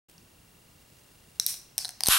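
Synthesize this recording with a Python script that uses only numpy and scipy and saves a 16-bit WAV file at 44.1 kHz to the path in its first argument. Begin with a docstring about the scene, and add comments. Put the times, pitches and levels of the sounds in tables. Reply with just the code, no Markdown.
"""A finger levers up the tab of an aluminium drink can, close by in a small quiet room.
Room rumble, hiss and a faint pulsing electronic whine come in first and stay; fingers rub the can.
From 1.4 s the strained lid clicks and lets out wisps of gas.
From 1.8 s its ring drops as the score tears in quickening snaps.
At 2.09 s the flap pops in and the gas gushes out, fading as the pressure drops."""
import sys
import numpy as np
from scipy import signal
from scipy.fft import rfft, irfft, next_fast_len
from scipy.io import wavfile
from scipy.ndimage import map_coordinates

SR = 44100
rng = np.random.default_rng(int(sys.argv[2]) if len(sys.argv) > 2 else 0)


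def wav_record(signal):
    """Record a signal, one row per channel, as 16-bit PCM in the file named by sys.argv[1]."""
    frames = np.transpose(np.atleast_2d(signal))
    bounded = np.clip(frames, -1, 1)
    # unit amplitude maps onto the largest positive 16-bit level
    quanta = np.round(bounded * 32767).astype(np.int16)
    wavfile.write(sys.argv[1], SR, quanta)


N = 96402
T = np.arange(N) / SR

# lid snaps: start_s, crack_db, tilt_db_per_octave, top_db, low_hz, low_db, high_hz, high_db, hollow_db
SNAPS = [ (0.1803, -35, -6, -6, 4500, -45, 5600, -42, -75),
         (1.3984, 6.5, -.8, -3, 4000, -12, 5700, -10, -70), (1.4643, 6, 7, 4, 3980, -21, 5650, -16, -52),
         (1.4708, -8, -.5, -2, 4000, -35, 5620, -17, -58),
         (1.5412, -10.5, -4.5, -2, 4000, -44, 5700, -32, -50),
         (1.7803, 9, 1.5, -3.5, 5350, -14, 9850, -15, -38), (1.7881, -5, -3, -4, 5330, -23, 9800, -33, -46),
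         (1.8479, -12, -4, -8, 4120, -18, 9600, -27, -39),
         (1.8533, -8, -3, -7, 4200, -18.5, 9500, -27, -41),
         (1.8805, -16, -1, -5, 4200, -33, 9400, -34, -54),
         (1.8915, -6, -2.5, -4, 4350, -28, 9300, -26, -41), (1.9063, -16, 1, -3, 4900, -47, 9300, -37, -60),
         (2.0067, -3.5, -5, 5, 5020, -23, 9130, -25, -33), (2.0356, 2, -2, -2, 4680, -12, 9040, -13, -34),
         (2.0455, -14, -1, -4, 4600, -27, 8900, -30, -52), (2.0549, -9, -4, -2, 4400, -28, 8950, -23, -41),
         (2.0595, 0, -3, 2, 4280, -14, 9000, -17, -37), (2.0688, 3.5, -1.5, 2, 4000, -18, 9100, -10, -36),
         (2.0740, 3, 0, 1, 3800, -29, 8900, -10, -38), (2.0808, -7, -3, 0, 3500, -33, 8800, -33, -41),
         (2.0823, -3, -2, 0, 3300, -29, 6000, -29, -41), (2.0852, 11, -2, 5, 3000, -18, 7000, -18, -30)]
# crack spectrum: freq_hz, level_db
CRACK_COLOUR = [(300, -40), (520, -33), (800, -25), (1400, -18), (2300, -14.5), (3200, -11), (4500, -4.5),
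                (6100, -2), (7150, -13), (8300, -1), (10100, -3), (11150, -15), (12200, -3), (13600, -7),
                (14600, -10), (16000, -27)]
# reach of top_db: freq_hz, share
CRACK_TOP = [(10000, 0), (13500, 1)]
# lid overtones in every crack: pitch_hz, boost_db
LID_OVERTONES = [(6300, 5), (9100, 4), (10100, 6), (12500, 6), (13600, 4)]
# modes of the can's hollow at 2 s: pitch_hz, level_db, t60_s
HOLLOW_MODES = [(765, 0, .021), (1060, -3, .009), (1520, -2, .007), (1950, -1, .007)]
# the seam gives, then the flap: time_s, dip_db
PRESSURE_DIPS = [(1.4648, -39), (2.0864, -15)]
# noise envelopes: start_s, rise_s, hold_s, fall_db_per_s, level_db
SEEP_ENVELOPE = (2.05, .04, .005, 300, -36)
GUSH_ENVELOPE = (2.086, .024, .028, 115, -19.1)
SCRAPE_ENVELOPE = (2.022, .045, .012, 500, -45)
DRAUGHT_ENVELOPE = (2.088, .004, .016, 330, -46)
# gas after hard snaps: start_s, rise_s, hold_s, fall_db_per_s, level_db, treble_db, low_hz, high_hz
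WISPS = [(1.403, .016, .012, 270, -42.6, -12, 4000, 5750), (1.467, .02, .017, 235, -31.3, -1, 3920, 5620),
         (1.786, .018, .018, 260, -37.7, -11, 4550, 5350)]
# reach of treble_db: freq_hz, share
WISP_TREBLE = [(7000, 0), (15000, 1)]
# gush balance, added left and taken from the right: freq_hz, gain_db
GUSH_PAN = [(200, 0), (500, -.7), (1000, -.6), (2500, -.3), (5000, .1), (10000, .25)]
# fingers shifting on the can: time_s, level_db
RUB_LEVELS = [(.09, -63), (.17, -69), (.3, -76), (.7, -69), (1.1, -65), (1.38, -65), (1.6, -76)]
# noise spectra: freq_hz, level_db
GUSH_COLOUR = [(100, -42), (400, -29), (800, -10.5), (1200, 1.6), (1550, -1), (2050, -7.3), (2900, .6),
               (3900, 1), (4700, -6), (5300, -5), (6400, -8), (7500, -5), (8600, -6), (10000, -2),
               (11500, -2), (13000, -7), (14300, -14), (15400, -44)]
WISP_COLOUR = [(300, -45), (700, -24), (1100, -20), (2300, -14), (3100, -17), (4500, -11), (6600, -9),
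               (7300, -8.5), (8000, -4.5), (9600, 0), (10800, -6), (12000, -4), (15500, -11)]
DRAUGHT_COLOUR = [(30, 0), (70, -4), (160, -23), (1500, -110)]
RUB_COLOUR = [(500, -8), (1500, -2), (5000, 0), (7000, -2), (9500, 1), (14000, -7)]
ROOM_COLOUR = [(200, -6), (700, 1.5), (1500, 2.2), (3200, -2), (5600, .5), (7500, -3), (10000, -3.2),
               (15000, -5.5)]
FLOOR_COLOUR = [(20, -14), (30, -6), (45, -1), (80, -1), (150, 0), (260, -6.5), (400, -8.5), (800, -13),
                (1600, -16), (2800, -17.5), (4500, -18.8), (7000, -20.3), (9500, -19.3), (13000, -22.8),
                (15000, -26), (16000, -23.5)]
# left-right likeness of noise: freq_hz, correlation
GUSH_STEREO = [(200, .95), (800, .62), (3000, .62), (6000, .55), (7500, .98)]
ROOM_STEREO = [(200, .97), (1000, .65), (4000, .55), (6000, .65), (7500, .985)]
FLOOR_STEREO = [(60, 1.0), (180, 0.94), (550, 0.21), (1650, 0.18), (4970, 0.77), (15000, 1.0)]
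# room decay: freq_hz, t60_s
ROOM_DECAY = [(200, .35), (1500, .45), (5500, .5), (10000, .36), (15000, .24)]


def lid(size=4096, hollow_rise_per_s=.35):
    """Each snap: a crack, two short rings of the strained lid, a knock of the can's hollow."""
    cracks, rings, knocks = np.zeros((3, N + size))
    t = np.arange(size) / SR
    for start_s, crack_db, tilt_db, top_db, low_hz, low_db, high_hz, high_db, hollow_db in SNAPS:
        onset = round(start_s * SR)
        span = slice(onset, onset + size)
        cracks[span] += amp(crack_db) * crack(t, tilt_db, top_db)
        rings[span] += ring(t, low_hz, low_db, t60_s=.0105, jitter_rad=.05)
        rings[span] -= ring(t, high_hz, high_db, t60_s=.0082, jitter_rad=.05)
        pitch_ratio = 1 + hollow_rise_per_s * (start_s - 2)  # rises as the lid lifts
        for k, (hz, db, t60_s) in enumerate(HOLLOW_MODES):
            knocks[span] -= (-1) ** k * ring(t, pitch_ratio * hz, hollow_db + db, t60_s)
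    bass_cut = signal.butter(4, 600, 'highpass', fs=SR, output='sos')  # rings and knocks keep clear of the bass below 600 Hz
    return cracks[:N], signal.sosfilt(bass_cut, rings[:N]), signal.sosfilt(bass_cut, knocks[:N])


def crack(t, tilt_db_per_octave, top_db, rise_s=.00012, decay_s=.00055):
    """A millisecond of tearing metal, coloured by the lid."""
    burst = rng.standard_normal(len(t)) * np.exp(-t / decay_s) * (1 - np.exp(-t / rise_s))
    for _ in range(3):  # flatten the spectrum, keep the burst short
        spectrum = rfft(burst)
        burst = irfft(spectrum / (np.abs(spectrum) + 1e-9)) * np.exp(-(t / (6 * decay_s)) ** 2)
    hz = np.fft.rfftfreq(len(t), 1 / SR)
    octaves = np.log2(np.maximum(hz, 2000) / 9000)
    colour_db = along(CRACK_COLOUR, hz) + tilt_db_per_octave * octaves + top_db * along(CRACK_TOP, hz)
    colour_db += sum(db * peak(hz, pitch_hz, width_hz=220) for pitch_hz, db in LID_OVERTONES)
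    return irfft(rfft(burst / np.linalg.norm(burst)) * minimum_phase(amp(colour_db)))


def ring(t, hz, db, t60_s, jitter_rad=0, rise_s=.00013):
    """One damped mode; jitter roughens it with a random walk of phase."""
    phase = 2 * np.pi * hz * t + jitter_rad * np.cumsum(rng.standard_normal(len(t)))
    return amp(db - 60 * t / t60_s) * np.sin(phase) * (1 - np.exp(-t / rise_s))


def pop(width_s=.0003, push_db=-26.5, suction_db=-41.5):
    """Each give of the lid dips the pressure; the flap adds a push of air and a slow suction."""
    dips = sum(amp(db) * np.exp(-((T - time_s) / width_s) ** 2) for time_s, db in PRESSURE_DIPS)
    age_s = np.maximum(T - PRESSURE_DIPS[-1][0], 0)
    lobe = lambda peak_s: (age_s / peak_s) ** 2 * np.exp(2 * (1 - age_s / peak_s))
    return amp(push_db) * lobe(peak_s=.0024) - amp(suction_db) * lobe(peak_s=.019) - dips


def gush():
    """Gas seeps through the tearing score, then bursts from the open flap."""
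    seep = jet(SEEP_ENVELOPE, GUSH_COLOUR, GUSH_STEREO)
    burst = jet(GUSH_ENVELOPE, GUSH_COLOUR, GUSH_STEREO)
    return filtered(seep + burst, lambda hz: amp(np.outer([1, -1], along(GUSH_PAN, hz))))


def wisps(low_db=10.5, high_db=13.5, width_hz=370):
    """Gas leaks through the strained seam and sings in two resonances of the lid."""
    hz = np.linspace(100, SR / 2, num=400)
    leaks = np.zeros((2, N))
    for *envelope, treble_db, low_hz, high_hz in WISPS:
        colour_db = along(WISP_COLOUR, hz) + treble_db * along(WISP_TREBLE, hz)
        colour_db += low_db * peak(hz, low_hz, width_hz) + high_db * peak(hz, high_hz, width_hz)
        leaks += jet(envelope, np.column_stack([hz, colour_db]), ROOM_STEREO)
    return leaks


def jet(envelope, colour, stereo):
    """Sputtering noise that swells, holds and fades, like gas losing pressure."""
    start_s, rise_s, hold_s, fall_db_per_s, level_db = envelope
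    attack = np.clip((T - start_s) / rise_s, 0, 1)
    falling_s = np.maximum(T - start_s - rise_s - hold_s, 0)
    gain = attack * amp(level_db - fall_db_per_s * falling_s)
    return gain * grain(depth_db=1, rate_hz=700) * stereo_noise(colour, stereo)


def draught():
    """Moving air rumbles at the microphone after the pop."""
    return jet(DRAUGHT_ENVELOPE, DRAUGHT_COLOUR, FLOOR_STEREO)


def scrape():
    """The tab grinds on the tearing score, coloured by the lid."""
    return grain(depth_db=5, rate_hz=700) * jet(SCRAPE_ENVELOPE, CRACK_COLOUR, ROOM_STEREO)


def fingers():
    """Faint grainy rubbing of skin on the can."""
    level_db = np.interp(T, *np.transpose(RUB_LEVELS))
    return amp(level_db) * grain(depth_db=4.5, rate_hz=350) * stereo_noise(RUB_COLOUR, ROOM_STEREO)


def room(mono, level_db=-11.5, delay_s=.004):
    """A diffuse stereo tail whose top treble dies first."""
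    noise = stereo_noise(ROOM_COLOUR, ROOM_STEREO)[:, :SR // 2]
    hz, t, spectra = signal.stft(noise, SR, nperseg=256)
    decay = amp(-60 * t / along(ROOM_DECAY, hz)[:, None])
    tail = signal.istft(spectra * decay, SR, nperseg=256)[1]
    tail /= np.linalg.norm(tail[0])
    delayed = np.pad(mono, (round(delay_s * SR), 0))
    return amp(level_db) * signal.fftconvolve(delayed[None], tail, axes=1)[:, :N]


def whine(pitch_hz=2770, swing_hz=22, pulse_hz=29.9, level_db=-62.5):
    """A faint wavering electronic tone in narrow pulses."""
    pulses = np.abs(np.sin(np.pi * pulse_hz * T)) ** 10
    phase = 2 * np.pi * np.cumsum(pitch_hz + swing_hz * wobble(rate_hz=60)) / SR
    return amp(level_db) * pulses * np.sin(phase)


def background(floor_db=-58.4, whistle_hz=15735, whistle_db=-69):
    """Room rumble and hiss with a thin high whistle."""
    whistle = amp(whistle_db) * np.sin(2 * np.pi * whistle_hz * T)
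    return amp(floor_db) * stereo_noise(FLOOR_COLOUR, FLOOR_STEREO) + whistle


def stereo_noise(colour, stereo):
    """Coloured noise of rms 1; the mid-side ratio sets its correlation."""
    def response(hz):
        angle = np.arccos(np.clip(along(stereo, hz), -1, 1)) / 2
        return amp(along(colour, hz)) * [np.cos(angle), np.sin(angle)]
    mid, side = filtered(rng.standard_normal((2, N)), response)
    return unit_rms(np.array([mid + side, mid - side]))


def grain(depth_db, rate_hz):
    """A flickering gain of rms 1."""
    return unit_rms(amp(depth_db * wobble(rate_hz)))


def wobble(rate_hz):
    """A smooth curve through random knots."""
    return map_coordinates(rng.standard_normal(int(N * rate_hz / SR) + 4), [T * rate_hz])


def filtered(x, response):
    """Zero-phase filter of gain response(hz)."""
    size = next_fast_len(x.shape[-1] + 8192)
    return irfft(rfft(x, size) * response(np.fft.rfftfreq(size, 1 / SR)), size)[..., :x.shape[-1]]


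def minimum_phase(gain):
    """The causal response with this gain."""
    cepstrum = irfft(np.log(np.maximum(gain, 1e-6)))
    half = len(cepstrum) // 2
    cepstrum[1:half] *= 2
    cepstrum[half + 1:] = 0
    return np.exp(rfft(cepstrum))


def peak(hz, centre_hz, width_hz):
    """A resonance bump of height 1."""
    return 1 / (1 + ((hz - centre_hz) / width_hz) ** 2)


def along(points, hz):
    """Interpolate on a log frequency axis."""
    knots_hz, values = np.transpose(points)
    return np.interp(np.log(hz + 1), np.log(knots_hz + 1), values)


def amp(db):
    """Decibels to gain."""
    return 10 ** (np.asarray(db) / 20)


def unit_rms(x):
    """Scale to rms 1."""
    return x / np.sqrt(np.mean(x ** 2) + 1e-20)


def scene(pan_db=.3, ring_send_db=-5.5):
    """The can close by, its lid slightly left; the room behind it."""
    cracks, rings, knocks = lid()
    metal = (cracks + rings + knocks) * amp([[pan_db], [-pan_db]])
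    gas = gush() + wisps()
    direct = metal + pop() + gas + draught() + scrape() + fingers()
    room_send = cracks + knocks + amp(ring_send_db) * rings + gas.mean(axis=0)
    return direct + room(room_send) + whine() + background()


def record(dry, start_s=.084, fade_s=.005, top_hz=16400, edge_hz=400):
    """A short silence, a quick fade-in and a steep low-pass."""
    fade_in = np.clip((T - start_s) / fade_s, 0, 1)
    return filtered(dry * fade_in, lambda hz: np.clip((top_hz - hz) / edge_hz, 0, 1))


dry = scene()
out = record(dry)
wav_record(out)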